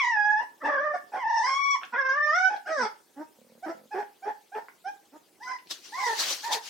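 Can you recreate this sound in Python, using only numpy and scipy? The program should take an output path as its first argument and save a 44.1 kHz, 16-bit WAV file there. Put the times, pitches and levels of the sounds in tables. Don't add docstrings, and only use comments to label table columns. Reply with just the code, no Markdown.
import sys
import numpy as np
from scipy import signal
from scipy.fft import rfft, irfft, next_fast_len
from scipy.io import wavfile
from scipy.ndimage import uniform_filter1d

SR = 44100
rng = np.random.default_rng(int(sys.argv[2]) if len(sys.argv) > 2 else 0)


def dump_mix(stems):
    frames = np.atleast_2d(stems).T
    limited = np.clip(frames, -1, 1)
    pcm = np.round(limited * 32767).astype(np.int16)
    wavfile.write(sys.argv[1], SR, pcm)


def elevation(decibels):
    levels = np.asarray(decibels, float)
    return 10 ** (levels / 20)


N = 295029

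# f/Hz, level/dB [per Hz]
HISS = [(18, -30), (30, -48.5), (324, 4.5), (673, -6), (787, -3.5), (1200, -11.5), (4420, -12),
        (15500, -16)]
HISS_DB = -63.5
# f/Hz, level/dB
PORT_LEAN = [(60, 1.5), (150, -3.5), (380, -1.5), (950, -3), (2380, 0.5), (5980, 5), (15000, -2.5)]
# f/Hz, level/dB
MASK = [(100, -69.5), (500, -47.5), (2500, -73), (7000, -65), (15000, -69.5)]
# f/Hz, t60/s
ROOM = [(200, 0.26), (800, 0.29), (2000, 0.26), (6000, 0.24)]

# loudest t/s, level/dB, rise/s, fall/s [both over 20 dB]
RUSTLE = [
    (5.711, -34, .014, 0.0442),
    (5.74, -54.5, 0.069, 0.3),
    (5.857, -53, .06, 0.2),
    (6.081, -41.5, 0.22, 0.42),
    (6.204, -29, 0.055, 0.15),
    (6.309, -31, 0.084, 0.11),
    (6.444, -41, 0.036, 0.14),
    (6.534, -27.5, .03, .05),
    (6.659, -44.5, .07, 0.23),
]
# f/Hz, level/dB [per Hz]
CLOTH = [(170, -25), (350, -12.5), (1400, -6.5), (3000, -2.5), (4300, 1), (6000, -2), (8500, -11.5),
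         (15500, -19)]
# t/s, peak level/dB, ring f/Hz
TICKS = [(1.815, -37.5, 1300), (1.834, -23.5, 1465), (1.851, -37, 2800), (2.564, -39.5, 2500),
         (2.96, -55, 1923), (4.552, -34, 1200), (4.685, -33, 1000), (5.434, -42.5, 1980),
         (5.587, -44.5, 1930), (5.672, -41, 2500), (5.71, -59, 3630), (5.737, -52.5, 4030),
         (5.756, -49, 3610)]
# start t/s, end t/s, pulse rate/Hz, peak level/dB
RUMBLE = [
    (3.389, 3.588, 37, -48.5),
    (3.749, 3.9, 46, -46.5),
]
# f/Hz, level/dB, t60/s
CHEST = [(237, -7, 0.075), (510, -2, 0.04), (850, -37, .03)]

# f/Hz, level/dB
THROAT = [(180, -22.5), (300, -0.5), (598, -7), (814, 23), (1080, -6.5), (1850, 9), (2210, -17.5),
          (2630, -28), (3180, -31), (4270, -19.5), (5600, -21.5), (6700, -38.5), (10000, -62),
          (22000, -120)]
# f/Hz, level/dB
CRY_VOICE = [(500, -16.5), (650, -9), (800, -2), (1250, -3.5), (1600, -1), (1930, -0.5), (2300, -27),
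             (2800, -13)]
# f/Hz, level/dB [per Hz]
RASP = [(150, -20), (280, -7.5), (800, 5.5), (1100, -12.5), (1700, -1.5), (2600, -25.5), (4000, -35.5),
        (9000, -40.5)]
# f/Hz, level/dB [per Hz]
RASP_TOP = [(3000, -37), (4200, -5.5), (5600, 3.5), (7000, -20.5), (8300, -8.5), (10500, -49.5)]
TOP_HZ = 3600
HALF_SLOPE_DB = 10
HALF_UNDER_DB = -7

# start t/s, length/s, pitch f/Hz, peak level/dB, roughness [0-1]
SQUEAKS = [
    (.38, 0.077, 921, -35, 0.4),
    (.63, 0.083, 860, -29, .5),
    (.93, 0.048, 715.5, -28, 0.22),
    (1.115, .085, 823.5, -34.5, .85),
    (2.47, .12, 839, -31, .3),
    (6.47, .12, 832, -38, 0.94),
]
# start t/s, length/s, pitch f/Hz, peak level/dB, roughness [0-1]
YIPS = [
    (1.44, .11, 789.4, -45, .3),
    (1.81, .06, 736, -57.5, .86),
    (2.652, .09, 778.5, -43, .5),
    (5.45, .115, 792, -51, .55),
]
# start t/s, length/s, pitch f/Hz, peak level/dB, roughness [0-1]
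GRUNTS = [
    (3.158, .082, 610, -44, .25),
    (5.118, .062, 601.4, -55, .3),
]
# start t/s, length/s, pitch f/Hz, peak level/dB, roughness [0-1]
CHIRPS = [
    (4.84, .062, 790, -30, .08),
    (5.96, .09, 790, -37, .35),
]
# share of length, pitch factor, level/dB
ARCH = [(0, 0.94, -14.5), (.3, 1.0, -0.5), (.7, 1.01, -3), (1, 0.82, -17.5)]
# share of length, pitch factor, level/dB
SWELL = [(0, .86, -17), (.35, .97, -6), (.75, 1.02, 0), (1, 1.03, -8)]
SHUT_DB, OPEN_DB, LOW_DB, CLEAR_DB = (-13.5, -38), (4, -19), (-9.5, 8), (-12, -30)

# start t/s, broken part/s, peak level/dB, clear pitch f/Hz, broken pitch f/Hz
HICCUPS = [
    (3.622, 0.079, -34, 787, 619),
    (3.905, .098, -34, 871, 772.4),
    (4.218, 0.066, -36.5, 802.5, 790),
    (4.515, .055, -37.5, 828, 852.5),
]
CLEAR_S, ONSET_S, BREAK_S = .036, .014, .014
SCOOP, CLIMB = 0.82, 1.06
CLEAR_ROUGH, BROKEN_ROUGH = .07, 0.45

# t/s, pitch f/Hz, effort level/dB, mouth opening [top band level/dB under effort], roughness [0-1]
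CRY_SINKING = [(0.0, 1154, -23.5, -25, 0.05), (.035, 984, -28.5, -19, 0.1), (.105, 951.4, -27, -26.5, 0.08),
               (.165, 839, -26, -36.5, 0.04), (.21, 829, -27, -33, 0), (.352, 850, -27, -36, 0.05),
               (.41, 870.5, -29, -31, 0.09)]
CRY_HOARSE = [(.6, 564.5, -55.5, -26, .7), (.65, 583, -34, -45, 0.54), (.715, 580.2, -29, -37, 0.39),
              (.78, 541, -27, -41, .19), (.82, 585, -29, -39.5, .15), (.87, 605, -28, -40.5, .15),
              (.965, 589, -37.5, -48, 0.31), (1.0, 565, -56, -30, 0.21)]
CRY_HIGH = [(1.16, 1092, -43, -29, 0.33), (1.2, 1079, -36.5, -29, .25), (1.245, 884, -27, -39.5, 0.1),
            (1.3, 917.6, -27.5, -28, .1), (1.41, 900.5, -26.5, -21, .13), (1.47, 1055, -29, -15, 0.14),
            (1.6, 1121, -27.5, -22.5, .04), (1.742, 1123, -26.5, -18, 0.024), (1.77, 880, -34, -29, 0.3)]
CRY_CLIMBING = [(1.92, 458, -39.5, -26.5, .6), (1.95, 476.4, -28, -41.5, .35),
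                (1.994, 560.5, -28.5, -35.5, 0.09), (2.034, 523.2, -29, -37, .07),
                (2.12, 534, -29, -30, .07), (2.175, 588.6, -28, -38, .06), (2.31, 604.4, -26.5, -27, .04),
                (2.378, 736.7, -25, -23.5, 0.039), (2.49, 765.4, -24.5, -26, 0.022)]
CRY_FALLING = [(2.67, 608.6, -42.5, -28, .2), (2.71, 646, -31, -26, .08), (2.745, 629, -30, -20.5, .12),
               (2.79, 522, -29, -21, .15), (2.835, 442.3, -27, -17.5, .3), (2.88, 433, -40, -22, 0.58)]
WHINE_SOFT = [(5.4, 794, -51, -28, 0.12), (5.438, 1008, -43.5, -10.5, .1), (5.53, 1022, -37, -19.5, .1),
              (5.575, 954, -46, -25, 0.16)]
WHINE_BROKEN = [(5.92, 818, -38, -30, 0.12), (5.95, 1009, -38, -15.5, 0.092), (5.99, 1084, -35, -24, .16),
                (6.035, 1047, -31.5, -19, .18), (6.066, 948.6, -30, -16.5, .2),
                (6.108, 888.4, -31.5, -36, 0.34), (6.145, 859, -31, -32, 0.3)]
WHINE_LAST = [(6.43, 790.5, -40, -25, 0.09), (6.45, 899, -35, -26, 0.091), (6.518, 959, -35.5, -40, .5),
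              (6.59, 914, -41, -21, .5)]
# curve, tilt level/dB [per octave], third harmonic level/dB
CRYING = [(CRY_SINKING, 0.6, -4), (CRY_HOARSE, -7, 1.5), (CRY_HIGH, -9.5, 3.6),
          (CRY_CLIMBING, 0.4, .4), (CRY_FALLING, -9.5, 1.7), (WHINE_SOFT, -5.5, -10),
          (WHINE_BROKEN, -7, -9), (WHINE_LAST, -11, -6)]
# start t/s, end t/s, half-pitch line level/dB under effort
BREAKS = [(0.624, 0.697, -8), (0.723, 0.841, -30.5), (1.15, 1.192, -10), (1.91, 1.945, -19.5),
          (1.445, 1.55, -28), (2.69, 2.719, -19.5), (2.78, 2.85, -16), (6.069, 6.133, -8),
          (6.554, 6.6, -4.5)]
STEADY_HALF_DB, BREAK_DB_PER_S = -44.5, 2500
# start t/s, end t/s, turn rate/Hz, share of pitch
TRILLS = [
    (0.031, 0.119, 30, 0.022),
    (1.25, 1.471, 28, 0.041),
]
TRILL_EDGE_S = .03
REST_HZ, THROAT_FOLLOWS = 692, 0.39


def evened(x):
    return x / np.sqrt(np.mean(x ** 2) + 1e-20)


def read(points, hz):
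    f, value = np.transpose(points)
    return np.interp(np.log(hz + 1), np.log(f + 1), value)


def add(mix, s, sound):
    part = mix[round(s * SR):][:len(sound)]
    part += sound[:len(part)]


def colour(x, points, share=1):
    size = next_fast_len(x.shape[-1], real=True)
    gain = elevation(share * read(points, np.fft.rfftfreq(size, 1 / SR)))
    return irfft(rfft(x, size) * gain, size)[..., :x.shape[-1]]


def chance(size):
    return rng.standard_normal(-(-size // 4096) * 4096)[:size]


def wander(size, smooth_s):
    width = max(round(smooth_s * SR), 2)
    return evened(uniform_filter1d(uniform_filter1d(chance(size), width), width))


def noise(points, same, patchy_db):
    frames, hz = N // 128 + 5, np.fft.rfftfreq(512, 1 / SR)
    a, b, c, d, patches = rng.standard_normal((frames, 257, 5)).T
    patches = uniform_filter1d(patches, size=8, axis=0)
    patches = evened(uniform_filter1d(patches, size=10, axis=1))
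    left = a + 1j * b
    right = same * left + np.sqrt(1 - same ** 2) * (c + 1j * d)
    z = np.array([left, right]) * elevation(read(points, hz)[:, None] + patchy_db * patches)
    return evened(signal.istft(z, nperseg=512, noverlap=384)[1][:, :N])


def room(x):
    places = np.arange(150, SR // 2, 20)
    taps = np.zeros((2, SR // 2 + 20))
    at = places + rng.integers(0, 20, (2, len(places)))
    np.put_along_axis(taps, at, rng.choice([-1., 1.], at.shape), 1)
    hz, t, z = signal.stft(taps, SR, nperseg=256)
    decay = elevation(-60 * t / read(ROOM, hz)[:, None])
    decay = decay * (1 + np.exp(-t / 0.01))
    tail = signal.istft(z * decay, SR, nperseg=256)[1]
    tail = signal.lfilter([1, -1], [1, -.8], tail)
    return signal.fftconvolve(x[None], tail / np.linalg.norm(tail[0]), axes=1)[:, :N]


def rustle():
    t = np.arange(N) / SR
    power = np.zeros(N)
    for s, db, rise, fall in RUSTLE:
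        power += elevation(db - 20 * np.maximum((s - t) / rise, (t - s) / fall)) ** 2
    flicker = elevation(4.0 + 0.46 * wander(N, 0.0059))
    return np.sqrt(power) * flicker * noise(CLOTH, same=0.34, patchy_db=2.5)


def mother():
    out, t = np.zeros(N), np.arange(3000) / SR
    pulse = sum(elevation(g - 60 * t / t60) * np.sin(2 * np.pi * hz * t) for hz, g, t60 in CHEST)
    for start, end, per_s, db in RUMBLE:
        late, size = rng.standard_normal((20, 2)).T
        times = start + (np.arange(20) + 0.092 * late) / per_s
        for s, swing in zip(times, size):
            add(out, s, (s < end) * elevation(db + 2.8 * swing) * pulse)
    return out


def ticks():
    out, t = np.zeros(N), np.arange(-200, 1300) / SR
    for s, db, hz in TICKS:
        ring = [(hz / 2.5, -22.0), (hz, 0), (hz * 2.2, -4.0), (hz * 4.0, -45.0), (hz * 8.0, -80.0)]
        hit = rng.standard_normal(len(t)) + 9.0 * (t == 1 / SR)
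        crack = colour(hit * (t > 0) * elevation(-60 * t / 0.026), ring)
        add(out, s + t[0], elevation(db) * crack / abs(crack).max())
    return out


def call(rows, hoarse, jitter, breath_db):
    s, *columns = np.transpose(rows)
    t = np.arange(s[0], s[-1], 1 / SR)
    hz, first_db, second_db, half_db, *upper = (np.interp(t, s, c) for c in columns)
    third_db, top_db = upper or (second_db - 11.5, second_db - 17.5)
    rough = np.clip(np.interp(t, *np.transpose(hoarse)), 0, 1)
    waver = (.003 + .06 * rough) * wander(len(t), .012)
    turns = np.cumsum(hz * (1 + jitter * rough * wander(len(t), .002) + waver)) / SR

    k = np.arange(1, 25)[:, None] / 2
    throat_db = read(THROAT, k * hz)
    throat_db -= 18 * np.exp(-((k * hz - 4350) / 480) ** 2)
    level_db = np.minimum(throat_db - throat_db[5], -8) + third_db
    top = k * hz > TOP_HZ
    top_sum_db = 10 * np.log10((top * elevation(2 * throat_db))[1::2].sum(0))
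    level_db = np.where(top, throat_db + top_db - top_sum_db, level_db)
    under_db = throat_db - throat_db[0] - HALF_SLOPE_DB * np.log2(2 * k)
    half_lines_db = np.minimum(under_db, HALF_UNDER_DB * (k > 1)) + half_db
    level_db[::2] = half_lines_db[::2]
    level_db[1], level_db[3], level_db[5] = first_db, second_db, third_db

    noisy = np.clip(1.7 * rough + .05, 0, .95)
    drifts = np.array([wander(len(t), .01) for _ in range(6)])
    flutter_db = (1.2 + 3.0 * rough + .6 * k) * drifts[np.arange(24) % 6]
    gain = elevation(level_db + flutter_db) * np.where(top, np.sqrt(1 - noisy), 1)
    tone = np.sqrt(2) * (gain * np.cos(2 * np.pi * k * turns + k ** 2)).sum(0)

    puffs = (0.1 + np.exp(-(turns / 2 % 1) / 0.12)) * chance(len(t))
    effort = np.sqrt((elevation(level_db) ** 2).sum(0))
    air = elevation(breath_db) * rough * effort * evened(colour(puffs, RASP))
    air += elevation(top_db) * np.sqrt(noisy) * evened(colour(puffs, RASP_TOP))
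    fade_in = t - t[0] + (s[0] == 0)
    edge = np.clip(np.minimum(fade_in, t[-1] - t) / .01, 0, 1)
    return s[0], (tone + air) * edge


def squeak(start, length, hz, db, rough, over_db, shape):
    octave_db, half_db = over_db
    rows = [(start + u * length, hz * bend, db + g, db + g + octave_db, db + g + half_db)
            for u, bend, g in shape]
    return call(rows, [(start, rough)], jitter=.08, breath_db=-3.0)


def hiccup(start, broken, db, hz, low_hz):
    slip, low_db = start + CLEAR_S, db + read(CRY_VOICE, low_hz)
    rows = [(start, hz * SCOOP, db - 13, db - 31, db - 43),
            (start + ONSET_S, hz * .97, db - 4, db - 16, db - 37),
            (slip - BREAK_S / 2, hz, db - 0.4, db - 10.5, db - 29),
            (slip + BREAK_S / 2, low_hz, low_db + 1.5, db - 22, db + 0.31),
            (slip + .6 * broken, low_hz * CLIMB, low_db + 4.5, db - 13, db - 6),
            (slip + broken, low_hz * CLIMB, low_db - 3, db - 31, db - 28)]
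    hoarse = [(slip - BREAK_S, CLEAR_ROUGH), (slip + BREAK_S, BROKEN_ROUGH)]
    return call(rows, hoarse, jitter=.08, breath_db=0.0)


def cry(curve, tilt_db, third_db):
    s, *columns = np.transpose(curve)
    t = np.linspace(s[0], s[-1], num=200)
    hz, effort_db, mouth_db, rough = (np.interp(t, s, c) for c in columns)
    for a, b, per_s, share in TRILLS:
        depth = share * np.clip(np.minimum(t - a, b - t) / TRILL_EDGE_S, 0, 1)
        hz = hz * (1 + depth * np.sin(2 * np.pi * per_s * (t - a)))
    k = np.arange(1, 4)[:, None]
    low_db = read(CRY_VOICE, k * hz / (hz / REST_HZ) ** THROAT_FOLLOWS)
    low_db = low_db + tilt_db * np.log2(k) + third_db * (k == 3)
    low_db = low_db + effort_db - 10 * np.log10((elevation(low_db) ** 2).sum(0))
    broken = [db + BREAK_DB_PER_S * np.minimum(np.minimum(t - a, b - t), 0) for a, b, db in BREAKS]
    half_db = effort_db + np.maximum(np.max(broken, axis=0), STEADY_HALF_DB)
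    rows = np.transpose([t, hz, low_db[0], low_db[1], half_db, low_db[2], effort_db + mouth_db])
    return call(rows, np.transpose([t, rough]), jitter=0.1, breath_db=-12.0)


def pups():
    out = np.zeros(N)
    calls = [cry(*c) for c in CRYING] + [hiccup(*h) for h in HICCUPS]
    kinds = [(SQUEAKS, SHUT_DB, ARCH), (YIPS, OPEN_DB, ARCH), (GRUNTS, LOW_DB, SWELL), (CHIRPS, CLEAR_DB, SWELL)]
    for table, over_db, shape in kinds:
        calls += [squeak(*row, over_db, shape) for row in table]
    for s, sound in calls:
        add(out, s, sound)
    return out


def scene():
    near = pups() + mother() + ticks()
    return near + elevation(1.5) * room(near) + rustle()


def masked(x):
    hz, t, z = signal.stft(x, SR, nperseg=2048, noverlap=1536)
    power = (abs(z) ** 2).mean(0)
    band_db = 10 * np.log10(uniform_filter1d(power, size=12, axis=0) / power.sum(0) + 1e-20)
    keep = np.clip((band_db - read(MASK, hz)[:, None]) / 9.0, 0, 1)
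    return signal.istft(z * keep, SR, nperseg=2048, noverlap=1536)[1][:, :N]


def top_cut(x):
    return signal.sosfilt(signal.butter(12, 16210, fs=SR, output="sos"), x)


def record(dry):
    low_cut = signal.butter(3, 170., "high", fs=SR, output="sos")
    cut = signal.sosfilt(low_cut, dry)
    cut = cut + elevation(HISS_DB + 1.0) * noise(HISS, same=0.64, patchy_db=3.0)
    ports = np.array([colour(cut[0], PORT_LEAN, .5), colour(cut[1], PORT_LEAN, -.5)])
    return top_cut(masked(ports))


dry = scene()
out = record(dry)
dump_mix(out)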